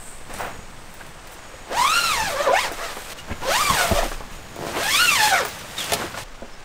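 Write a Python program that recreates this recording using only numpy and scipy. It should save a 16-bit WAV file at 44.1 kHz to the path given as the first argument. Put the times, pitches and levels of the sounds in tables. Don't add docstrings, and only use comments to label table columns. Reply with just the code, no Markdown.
import sys
import numpy as np
from scipy import signal
from scipy.fft import rfft, irfft, next_fast_len
from scipy.io import wavfile
from scipy.ndimage import uniform_filter1d, map_coordinates

SR = 44100
rng = np.random.default_rng(int(sys.argv[2]) if len(sys.argv) > 2 else 0)


def put_to_file(sound):
    columns = np.atleast_2d(sound).T
    safe = np.clip(columns, -1, 1)
    whole_steps = np.round(safe * 32767)
    wavfile.write(sys.argv[1], SR, whole_steps.astype(np.int16))


def rack_gain(trim_db):
    fader = np.asarray(trim_db, float)
    return 10 ** (fader / 20)


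N = 292824
T = np.arange(N) / SR

TAKE_BOUNDS = [0, 3.136, 6.237, 7]
TAKE = np.searchsorted(TAKE_BOUNDS, T, side="right") - 1


def unit(x):
    return x / np.sqrt(np.mean(x ** 2) + 1e-20)


def along(points, hz):
    f, v = np.transpose(points)
    return np.interp(np.log(hz + 1), np.log(f + 1), v)


def curves(rows):
    s, *cols = np.transpose(rows)
    return [np.interp(T, s, c) for c in cols]


def gate(start, end, edge):
    return np.clip(np.minimum(T - start, end - T) / edge + .5, 0, 1)


def wobble(rate, t=T):
    knots = rng.standard_normal(int((t[-1] - t[0]) * 1500))
    return map_coordinates(knots, [(t - t[0]) * rate])


def swells(rows):
    s, db, rise, fall = np.transpose(rows)[..., None]
    t, take = T[::32], TAKE[::32]
    shape_db = -20 * np.where(t < s, (s - t) / np.abs(rise), (t - s) / np.abs(fall))
    power = rack_gain(db + shape_db) ** 2 * (take == TAKE[(s * SR).astype(int)])
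    return np.interp(T, t, np.sqrt(power.sum(axis=0)))


def sway(rows, t):
    s, db, half = np.transpose(rows)[..., None]
    return (db * np.exp(-((t - s) / half) ** 2)).sum(axis=0)


def filtered(x, response):
    m = next_fast_len(N + SR // 2)
    return irfft(rfft(x, m) * response(np.fft.rfftfreq(m, 1 / SR)), m)[:N]


def resonances(modes):
    return lambda f: sum(rack_gain(db) * 1j * f * w / (c * c - f * f + 1j * f * w) for c, w, db in modes)


def band_noise(hz, width):
    response = resonances([(hz, width, 0)])
    return unit(filtered(rng.standard_normal(N), lambda f: response(f) ** 2))


def noise_burst(t, order, band):
    return signal.lfilter(*signal.butter(N=order, Wn=band, btype="band"), rng.standard_normal(len(t)))


def rustle(spectrum, grain_db, grain_rate, gating=1):
    grains = rack_gain(grain_db * wobble(grain_rate)) * gating * rng.standard_normal(N)
    x = filtered(grains, lambda hz: rack_gain(along(spectrum, hz)))
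    return x / np.sqrt(np.abs(uniform_filter1d(x ** 2, size=4000)) + 1e-20)


def breeze_and_floor():
    # (time [s], level [dB])
    breeze = [(0.0, -38.5), (0.3, -36), (1.05, -42), (1.44, -44.5), (2.27, -36.5), (2.55, -42), (2.7, -35),
              (3.2, -43.5), (3.4, -32), (3.86, -38), (3.98, -26.5), (4.12, -35), (4.64, -46.5), (5.09, -39),
              (5.2, -51), (6.2, -49), (6.25, -38), (6.64, -39)]
    # (frequency [Hz], density [dB per Hz])
    buffet = [(5, -9), (14, 0.5), (30, -14), (50, -21), (90, -63)]
    # (frequency [Hz], density [dB per Hz])
    rumble = [(35, -43), (60, 2.5), (80, 0), (160, -1), (300, -8.5), (500, -34.5)]
    floor_db = [-49.5, -53.5, -52]
    # (peak time [s], level [dB], rise [s], fall over 20 dB [s])
    steps = [(.37, -38.5, 0.2, 0.75), (1.08, -42, 0.071, -0.1), (1.79, -39.5, 0.06, 0.4),
             (2.25, -33.5, 0.28, 0.15), (2.7, -40, 0.13, 0), (3.33, -40.5, 0.43, 7),
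             (3.705, -22.5, 0.024, 0.08), (3.92, -21.5, 0.043, 0), (4.6, -36.5, 0.055, -1),
             (5.18, -42, 0.16, 2), (5.92, -34.5, 0.066, 0.4), (6.14, -42, 0.32, -9)]
    buffet_db, = curves(breeze)
    floor = np.hypot(rack_gain(np.array(floor_db)[TAKE]), swells(steps))
    return rack_gain(buffet_db) * rustle(buffet, 1.4, 8) + rack_gain(-2.0) * floor * rustle(rumble, 2.3, 30)


def frame_shudder():
    start_s, hz, db, t60 = 3.95, 28.05, -22, 1.3
    since = np.clip(T - start_s, 0, None)
    return rack_gain(db - 60 * since / t60) * np.sin(2 * np.pi * hz * since)


def insects_and_birds():
    # (peak time [s], level [dB], rise [s], fall over 20 dB [s])
    cicada_swells = [
        (.1, -38.5, .5, 0.18),
        (.358, -42, 0.063, 0.16),
        (2.726, -54, .05, 0.73),
        (3.13, -55, .06, .1),
    ]
    # (start [s], end [s], level [dB])
    crickets = [
        (.42, .68, -55.5),
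        (1.38, 1.68, -57),
        (3.25, 3.45, -59),
        (4.297, 4.6, -57),
    ]
    # (time [s], frequency [Hz], level [dB], length [s])
    birds = [
        (4.15, 5070, -57, .1),
        (6.54, 5270, -54, .06),
    ]
    steady = rack_gain(-52) * (T < TAKE_BOUNDS[1])
    pulses = 1 + 0.17 * np.sin(2 * np.pi * 115 * T)
    cicada = rack_gain(-5.5) * (steady + swells(cicada_swells)) * pulses * band_noise(8210, 1500)
    trill = sum(rack_gain(db) * gate(a, b, edge=.05) for a, b, db in crickets)
    trill = trill * (1 + .5 * np.sin(2 * np.pi * 105 * T)) * band_noise(6800, 260)
    chirps = sum(rack_gain(db) * gate(s - d / 2, s + d / 2, edge=.03) * band_noise(hz, 300)
                 for s, hz, db, d in birds)
    return cicada + trill + chirps


def cloth(cycle, drumming, drag):
    # (frequency [Hz], density [dB per Hz])
    drum_spectrum = [(200, -33), (380, -9.5), (480, 1.5), (900, 0.5), (1600, -2), (2500, -8.5), (4000, -23),
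                     (7000, -60)]
    # (frequency [Hz], density [dB per Hz])
    rub_spectrum = [(700, -11), (1800, 0), (2800, 2), (4500, -1.5), (7000, -3.5), (9000, -8.5),
                    (10000, -15), (13000, -47)]
    # (frequency [Hz], density [dB per Hz])
    crackle_spectrum = [(5000, -19), (8500, 5), (10500, -1.5), (13500, 0), (15500, -5), (17000, -22)]
    # (frequency [Hz], density [dB per Hz])
    boom_spectrum = [(150, -7.5), (230, -5.5), (340, -3), (420, -5.5), (600, -35.5)]
    boom_db = [-17, -15.5, -18]
    crackle_db = [-4, -3.5, -7]
    crackle_grows = [1.077, 1.06, 1.1]
    handled_crackle_db = [-0.5, -3, -5]
    # (drumming [dB], rubbing [dB], crackle [dB])
    at_rest = [(-45.5, -50, -79), (-44, -48, -79), (-46, -49.5, -79)]
    # (peak time [s], level [dB], rise [s], fall over 20 dB [s])
    creases = [(.03, -52, .1, 0.4), (.45, -48, .15, 0), (.95, -56, 0.41, 0.5), (1.12, -63, .1, -0.1),
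               (1.335, -48, 0.071, -0.05), (2.3, -37.5, .08, 0.13), (2.97, -46, 0.14, -0.5),
               (3.11, -51, .03, .3), (3.82, -32.5, 0.34, 0.3), (4.12, -45, 0.16, 0), (4.34, -57, .05, 1),
               (5.7, -50, .15, -0.5), (6.5, -73, .5, .5)]
    # (peak time [s], drumming [dB], rubbing against it [dB], rise [s], fall over 20 dB [s])
    cloth_moves = [(.3, -34.5, -11, 0.0093, -0.1), (.36, -46.5, 5, 0.085, 0.34),
                   (0.408, -27, -19, 0.043, 0.11), (0.465, -31, -23, 0.13, 0.12), (1.01, -44, -7, 0.081, -0.2),
                   (1.3, -47, -5, 0.28, 3), (1.695, -44, -4, 0.05, 0.5), (2.655, -27.5, -8, 0.062, 0.13),
                   (2.73, -41, 1, 0.046, 4), (2.835, -37, -14, 0.079, 0.15), (3.105, -40.5, 1, 0.04, 1),
                   (3.19, -46.5, 7, 0.046, 0.062), (3.318, -31.5, -13, 0.057, 0.023),
                (3.82, -26.5, -3, 0.44, 0.35), (3.925, -32, 2, 0.098, 0.11),
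                (4.045, -34, 2.5, 0.072, 0.091), (4.13, -45.5, 5.5, 0.12, 0.11),
                (4.21, -46, -9, .018, 0.076), (4.34, -47, 2, 0.076, 0.15), (4.7, -35, -0.5, 0.2, 0.16),
                (4.77, -28, -7, 0.057, 0.098), (5.48, -38, 2, 0.18, 0.34), (5.6, -42.5, -2.5, 0.24, 1),
                (5.785, -38, 8.5, 0.024, 0.42), (5.75, -45, 4.5, .2, .2), (5.91, -32, -2, 0.14, 0.077),
                (6.011, -28, -6.5, 0.1, 0.15), (6.183, -36, 1.5, 0.062, 0.18)]

    handling = cloth_moves
    rest_drum, rest_rub, rest_crackle = rack_gain(np.array(at_rest))[TAKE].T
    shaking = swells([(s, db, up, down) for s, db, _, up, down in handling])
    shaken = np.sqrt(rest_drum ** 2 + drumming ** 2 + shaking ** 2)
    handled = swells([(s, db + rub_db, up, down) for s, db, rub_db, up, down in handling])
    rubbed = np.hypot(drag, handled)
    creased = np.hypot(drag, rack_gain(np.array(handled_crackle_db)[TAKE]) * handled)
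    chop = 1 + .55 * cycle

    drum = shaken * rustle(drum_spectrum, grain_db=1.0, grain_rate=100)
    rub = np.hypot(rest_rub, rubbed) * rustle(rub_spectrum, grain_db=1.2, grain_rate=220, gating=chop)
    crackling = rack_gain(np.array(crackle_db)[TAKE]) * creased ** np.array(crackle_grows)[TAKE]
    crackling = np.hypot(np.hypot(rest_crackle, crackling), swells(creases))
    crackle = crackling * rustle(crackle_spectrum, grain_db=-0.5, grain_rate=440, gating=chop)
    booming = np.hypot(rack_gain(1.0) * shaken, rubbed) ** 0.36
    boom = booming * rack_gain(np.array(boom_db)[TAKE] - 20.5) * rustle(boom_spectrum, 2.5, 60)
    return drum + boom + rub + crackle


def thumps():
    # (time [s], peak [dB], tone [Hz], puff against tone [dB])
    blows = [(0.294, -32, 605, 2), (0.339, -20.5, 144, -5.5), (0.589, -24, 151, -7),
             (1.009, -23.5, 1600, -13), (1.538, -26, 510, -20), (1.711, -23, 514, -1),
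             (1.728, -22, 550, -1), (1.782, -26, 960, -8), (3.706, -20, 90, 2), (2.461, -15, 1210, -2),
             (3.314, -22, 1600, -8), (2.402, -14, 640, -9), (2.714, -26, 680, 9), (2.966, -22.5, 770, 6),
             (3.3, -26, 70, -5), (3.313, -14, 82.5, -15), (3.325, -23, 120, -13), (3.324, -30.5, 2100, 6.5),
             (3.809, -20, 1379, 5.5), (3.91, -13.5, 79, 4.5), (3.914, -15, 208, 2), (3.915, -6, 634, -10),
             (3.957, -17, 640, -2), (3.986, -19, 640, -3), (3.299, -24, 900, -1), (0.397, -20, 686, -9),
             (0.406, -21, 776, -11), (0.468, -22, 540, -6), (3.313, -19, 200, -10), (3.921, -5.5, 79, -6),
             (4.029, -16, 773, 5), (4.054, -21, 340, 1), (4.114, -22.5, 1110, 4.5), (4.206, -29, 640, 8),
             (5.45, -22, 1050, 9), (5.92, -15.5, 640, 4.5), (5.925, -12, 710, -1.5), (5.937, -18.5, 797, 2),
             (5.955, -22, 600, 5), (5.999, -17, 444, -4), (6.039, -18.5, 345, -3.5),
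             (6.142, -18, 1410, -2.5), (6.173, -16, 923, -1.5), (6.42, -28, 61.6, 2),
             (6.428, -25.5, 255, -1)]
    t60, shortens, puff_lowest_hz = 0.039, 0.094, 486
    out, t = np.zeros(N + SR), np.arange(SR // 4) / SR
    for s, db, hz, puff_db in blows:
        top_hz = max(hz, puff_lowest_hz)
        shape = rack_gain(-60 * t / t60 * (hz / 500) ** shortens) * (1 - np.exp(-t / 0.0015))
        puff = unit(noise_burst(t, 2, [top_hz * 0.66 / SR, top_hz * 2.82 / SR]))
        tone = np.sin(2 * np.pi * hz * t)
        out[round(s * SR):][:len(t)] += rack_gain(db - 3.5) * shape * (tone + rack_gain(puff_db) * puff)
    return out[:N]


def snaps():
    # (time [s], peak [dB], jingle against it [dB])
    cracks = [(0.338, -24, -17), (0.386, -23, -21), (0.407, -29, -16), (0.4594, -34, -15),
              (0.9394, -32, -19), (1.065, -30, -29), (1.272, -28, -24), (1.3194, -33, -15),
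              (1.3418, -29, -28.5), (1.6043, -46, -39.5), (2.72, -25, -17), (2.7994, -36, -24),
              (3.1, -38, -12), (3.1702, -41, -29), (4.3151, -36, -21), (4.3494, -35, -25), (4.56, -27, -24),
              (4.6668, -26, -30), (5.4503, -12, -27), (5.459, -20, -22), (5.483, -25, -16),
              (5.5486, -25, -26), (5.588, -29, -16), (5.803, -17, -37), (5.842, -13, -37),
              (5.9204, -29, -34), (5.934, -3.5, -33), (5.939, -8, -42)]
    # (frequency [Hz], level [dB], t60 [s])
    tab_modes = [(5880, -4, .1), (9420, -1, .09), (15370, 0, .12), (8470, -5, .04), (14400, -10, .05),
                 (12700, -7, .04)]
    # (time [s], level [dB], t60 [s])
    flaps = [
        (5.9204, -18.5, 0.041),
        (5.934, -17, 0.046),
        (5.939, -19, 0.014),
    ]
    out, t = np.zeros(N + SR), np.arange(SR // 3) / SR
    for s, db, jingle_db in cracks:
        ring = np.zeros(len(t))
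        for hz, level, t60 in tab_modes:
            mode_db = level + rng.normal(0, 3.5) - 60 * t / t60 + 3 * wobble(120, t)
            ring += rack_gain(mode_db) * np.sin(2 * np.pi * hz * t)
        crack = rack_gain(-60 * t / 0.031) * noise_burst(t, 1, [.12, .5])
        out[round(s * SR):][:len(t)] += rack_gain(db - 9.0) * crack + rack_gain(db + jingle_db + 1.0) * ring
    for s, db, t60 in flaps:
        out[round(s * SR):][:len(t)] += rack_gain(db - 60 * t / t60) * unit(noise_burst(t, 1, [.03, .22]))
    return out[:N]


def squeaks():
    # (start [s], end [s], from [Hz], to [Hz], level [dB])
    slips = [
        (5.78, 5.79, 3720, 3620, -25),
        (5.794, 5.826, 3600, 3050, -29),
        (5.826, 5.84, 2950, 2800, -36),
        (3.187, 3.203, 2850, 2830, -36),
    ]
    out = np.zeros(N)
    for start, end, from_hz, to_hz, db in slips:
        hz = np.interp(T, [start, end], [from_hz, to_hz]) * (1 + .012 * wobble(300))
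        tone = np.sin(2 * np.pi * np.cumsum(hz) / SR)
        out += rack_gain(db + 2.5 * wobble(120)) * gate(start, end, edge=.006) * tone
    return out


def creep():
    # (time [s], level [dB])
    ticks = [(4.564, -21), (4.59, -18), (4.612, -19), (4.626, -17), (4.638, -17.5), (4.65, -19),
             (4.668, -15), (4.678, -22), (4.687, -18), (4.696, -20), (4.705, -27), (4.714, -22),
             (4.722, -24), (4.75, -25), (4.758, -23), (4.769, -21), (4.778, -22), (4.786, -17.5),
             (1.673, -28), (1.688, -28.5), (1.7, -26.5), (1.711, -19), (1.725, -30), (3.418, -34),
             (3.427, -30), (3.441, -27), (3.451, -18)]
    # (frequency [Hz], width [Hz], level [dB])
    tape_modes = [(385, 210, 5), (640, 320, 2.5), (1600, 640, -21)]
    s, db = np.transpose(ticks)
    blows = np.zeros(N)
    blows[np.round(s * SR).astype(int)] = -rack_gain(db + 23.5)
    tape = resonances(tape_modes)
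    return filtered(blows, lambda hz: tape(hz) / (1 + 1j * hz / 1500) ** 2)


def partial_fade(k, t):
    mean_db, dip_db = (.3, .7) if k < 3 else (1.5, 4)
    return rack_gain(mean_db - dip_db * wobble(40, t) ** 2 + (1.2 + .7 * min(k, 2)) * wobble(220, t))


def zipper():
    # (time [s], tooth rate [Hz], click strength [dB], drag on the cloth [dB])
    long_a = [(1.708, 419, -29.5, -45.5), (1.762, 860, -27.5, -37.5), (1.788, 958, -20.5, -32),
              (1.83, 1019, -20.5, -30), (1.886, 1214, -26, -31), (1.972, 1449, -20, -28.5),
              (2.084, 1337, -26.5, -29.5), (2.125, 1178, -27, -29), (2.17, 950, -20.5, -31.5),
              (2.204, 890, -26.5, -33), (2.25, 857, -33, -35), (2.3, 701, -30, -36),
             (2.318, 606, -30.5, -37), (2.35, 520, -32, -39)]
    # (time [s], tooth rate [Hz], click [dB], drag [dB])
    regrip = [(2.35, 525, -30.5, -41.5), (2.41, 599, -28, -37), (2.45, 642, -21.5, -38),
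              (2.5, 485.3, -20.5, -43.5), (2.56, 801, -17, -35.5), (2.588, 999.4, -21, -32.5),
              (2.61, 1243, -35, -31.5), (2.652, 923, -29, -36.5), (2.7, 595, -54, -51)]
    # (time [s], tooth rate [Hz], click [dB], drag [dB])
    brief = [(2.78, 452, -40, -52), (2.836, 684, -39, -40.5), (2.938, 556, -55, -46.5)]
    # (time [s], tooth rate [Hz], click [dB], drag [dB])
    long_b = [(3.415, 440.3, -43, -48), (3.495, 560.4, -24, -34), (3.538, 848, -24.5, -27.5),
              (3.618, 1226, -23.5, -28), (3.7, 1113, -23.5, -30), (3.786, 758, -29.5, -31),
              (3.812, 747, -27.5, -29.5), (3.86, 663.0, -29.5, -35), (3.905, 688, -36, -40)]
    # (time [s], tooth rate [Hz], click [dB], drag [dB])
    end_b = [(3.95, 577, -29, -32), (3.997, 621, -17.5, -32.5), (4.018, 608, -28, -40),
             (4.065, 630, -44, -46)]
    # (time [s], tooth rate [Hz], click [dB], drag [dB])
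    start_c = [(4.735, 217.2, -41, -47), (4.79, 429.6, -31, -34), (4.826, 702, -30.5, -33.5),
               (4.84, 790, -35, -26)]
    # (time [s], tooth rate [Hz], click [dB], drag [dB])
    long_c = [(4.839, 803.5, -26.5, -31.5), (4.888, 862, -32, -28.5), (4.908, 1044, -37.5, -26.5),
              (4.974, 1258, -25.5, -23.5), (5.016, 1466, -20, -24.5), (5.09, 1340, -27.5, -25.5),
              (5.2, 872, -28, -27.5), (5.24, 844, -24, -24), (5.291, 880, -24, -26)]
    # (time [s], tooth rate [Hz], click [dB], drag [dB])
    end_c = [(5.29, 870, -33, -25), (5.318, 780.4, -21, -31), (5.344, 749, -19, -30.5),
             (5.386, 655.7, -28, -32.5), (5.404, 553, -24.5, -34.5), (5.428, 409, -31.5, -38),
             (5.447, 323, -41, -37)]
    edges_db = [0.5, 4, 7, 0, -0.5, 2.5, 2.5, 2]
    rasps_db = [-6.5, -4.5, -6, -6, -8, -6.5, -7.5, -6]
    # (time [s], level [dB], half length [s])
    sway_first = [(1.855, 6.5, 0.0099), (1.945, -12, 0.0085), (2.03, -6, 0.0088), (2.046, 3, 0.0063),
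                  (2.16, -9.5, 0.016), (2.256, -7, 0.012), (2.38, -12, .012), (2.407, 8, 0.0071),
                  (2.444, -10, 0.014), (2.574, -14, 0.0063), (3.45, 0, 0.033), (3.522, -3, 0.009),
                  (3.615, 5.5, 0.014), (4.915, 8, .01), (5.06, -2, 0.014), (1.822, -0.5, 0.013),
                  (1.748, 1.5, .015), (1.89, 2.5, 0.032), (3.73, -2, 0.012), (2.07, -7, 0.013),
                  (3.656, -11, 0.026), (3.708, 7, 0.0092), (3.744, -3, 0.015), (3.854, 6, 0.0055),
                  (3.87, -18, .008), (3.982, -5, 0.0066), (4.946, 11.5, 0.0071), (4.974, -9, 0.014),
                  (5.0, 5, 0.014), (5.03, -6, .005), (5.15, -1, 0.022), (5.225, 2, .012),
                  (5.262, 0.5, .012), (5.33, 0.5, 0.0095), (5.36, -3, .01), (1.99, 1, .012),
                  (2.1, 3.5, .015), (5.293, -11, 0.012), (5.384, -13, 0.0093)]
    # (time [s], level [dB], half length [s])
    sway_second = [(1.79, -3, 0.044), (2.244, 6.5, .012), (2.4, 3.5, .02), (2.465, 6, .012),
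                   (2.495, 12, 0.015), (2.55, -6, 0.0086), (2.57, 6.5, 0.013), (2.6, 1, 0.0048),
                   (3.446, 11, 0.023), (3.56, 0, 0.011), (3.854, 6, 0.0099), (5.205, 6.5, 0.0099),
                   (4.888, 5.5, 0.0071), (2.14, 1, .015), (3.522, 4, 0.0093), (3.61, -7, 0.025),
                   (3.7, -11, 0.018), (3.795, 9.5, 0.024), (3.83, -2, .01), (4.86, -4, .015),
                   (4.96, -0.5, 0.03), (4.998, 0, 0.0067), (5.09, 8, 0.019), (5.065, -9, 0.0078),
                   (5.24, -3, .015), (5.286, 3.5, 0.0084), (5.303, -10, 0.0052), (5.35, 7, 0.03)]
    # (time [s], level [dB], half length [s])
    sway_third = [(1.8, -4, .04), (1.865, 7, 0.015), (1.976, -4, 0.033), (2.046, -6, .01),
                  (2.064, 8.5, .008), (2.16, -12, 0.02), (2.42, 3, .012), (2.444, -10, 0.0088),
                  (2.464, 7, 0.0069), (2.52, -17, 0.02), (2.555, 10, .01), (2.576, 3, .008),
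                  (3.535, 3.5, 0.04), (3.99, 3, 0.018), (5.18, 4, 0.018), (3.66, -7, 0.046), (3.7, 6, .01),
                  (3.75, -2, .02), (4.86, -8, 0.0086), (4.946, 5, .015), (5.085, -6, 0.056),
                  (5.24, -11, .015), (5.27, 2, 0.01), (5.305, -15, 0.02), (5.375, 6.5, 0.032)]

    strokes = (long_a, regrip, brief, long_b, end_b, start_c, long_c, end_c)
    whine, cycle, drumming, drag = np.zeros((4, N))
    for rows, edge_db, rasp_db in zip(strokes, edges_db, rasps_db):
        on = gate(rows[0][0], rows[-1][0], edge=0.026)
        pull = on > 0
        t, on = T[pull], on[pull]
        hz, first_db, rub_db = (c[pull] for c in curves(rows))

        uneven = 1 + .011 * wobble(45, t) + .019 * (1100 / hz) ** .6 * wobble(500, t)
        phase = 2 * np.pi * np.cumsum(hz * uneven) / SR + .12 * wobble(900, t)
        force = rack_gain(1.2 * wobble(90, t) + 1.8 * wobble(600, t))

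        second_db = first_db + edge_db - 1.5 + 0.73 * (rub_db - first_db)
        third_db = first_db + edge_db - 4.5 + 0.75 * (rub_db - first_db)
        partials_db = [first_db + sway(sway_first, t), second_db + sway(sway_second, t),
                       third_db + sway(sway_third, t)]
        for k in range(10):
            rolloff_db = .5 * k + 9 * np.log2(1 + ((k + 4) * hz / 9500) ** 6)
            partials_db.append(rub_db + rasp_db - rolloff_db)
        for k, db in enumerate(partials_db):
            jitter = wobble(39.83, t) + min(.35 + .45 * k, 1.15) * wobble(170, t)
            tone = np.sqrt(2) * np.cos((k + 1) * phase + jitter)
            whine[pull] += on * rack_gain(db) * force * partial_fade(k, t) * tone

        cycle[pull] += on * np.cos(phase)
        drum_db = -31.5 + 0.32 * (first_db + 22.5) - 4 * np.log2(hz / 650)
        drumming[pull] += on * rack_gain(drum_db)
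        drag[pull] += on * rack_gain(rub_db)
    return whine, cycle, drumming, drag


def tent(x):
    # (frequency [Hz], t60 [s])
    decay = [(200, 0.085), (1500, 0.13), (8000, 0.066), (16000, 0.063)]
    hz, t, z = signal.stft(rng.standard_normal(SR // 3), SR, nperseg=256)
    tail = signal.istft(z * rack_gain(-60 * t / along(decay, hz)[:, None]), SR, nperseg=256)[1]
    return signal.fftconvolve(np.pad(x, (200, 0)), tail / np.linalg.norm(tail))[:N]


def scene():
    whine, *motion = zipper()
    knocks = creep() + thumps() + snaps() + squeaks()
    outdoors = breeze_and_floor() + frame_shudder() + insects_and_birds()
    echo = tent(rack_gain(-7.5) * whine + rack_gain(-6.5) * knocks)
    mono = whine + knocks + echo + cloth(*motion) + outdoors
    return np.array([mono, mono])


def roll_off(x):
    return signal.sosfilt(signal.butter(12, 16620, fs=SR, output="sos"), x)


def record(dry):
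    limit_db, knee = -4.5, 4
    held = dry[0] / (1 + np.abs(dry[0] / rack_gain(limit_db)) ** knee) ** (1 / knee)
    limited = filtered(held, lambda hz: hz < 15750)
    return roll_off(np.array([limited, limited]))


dry = scene()
out = record(dry)
put_to_file(out)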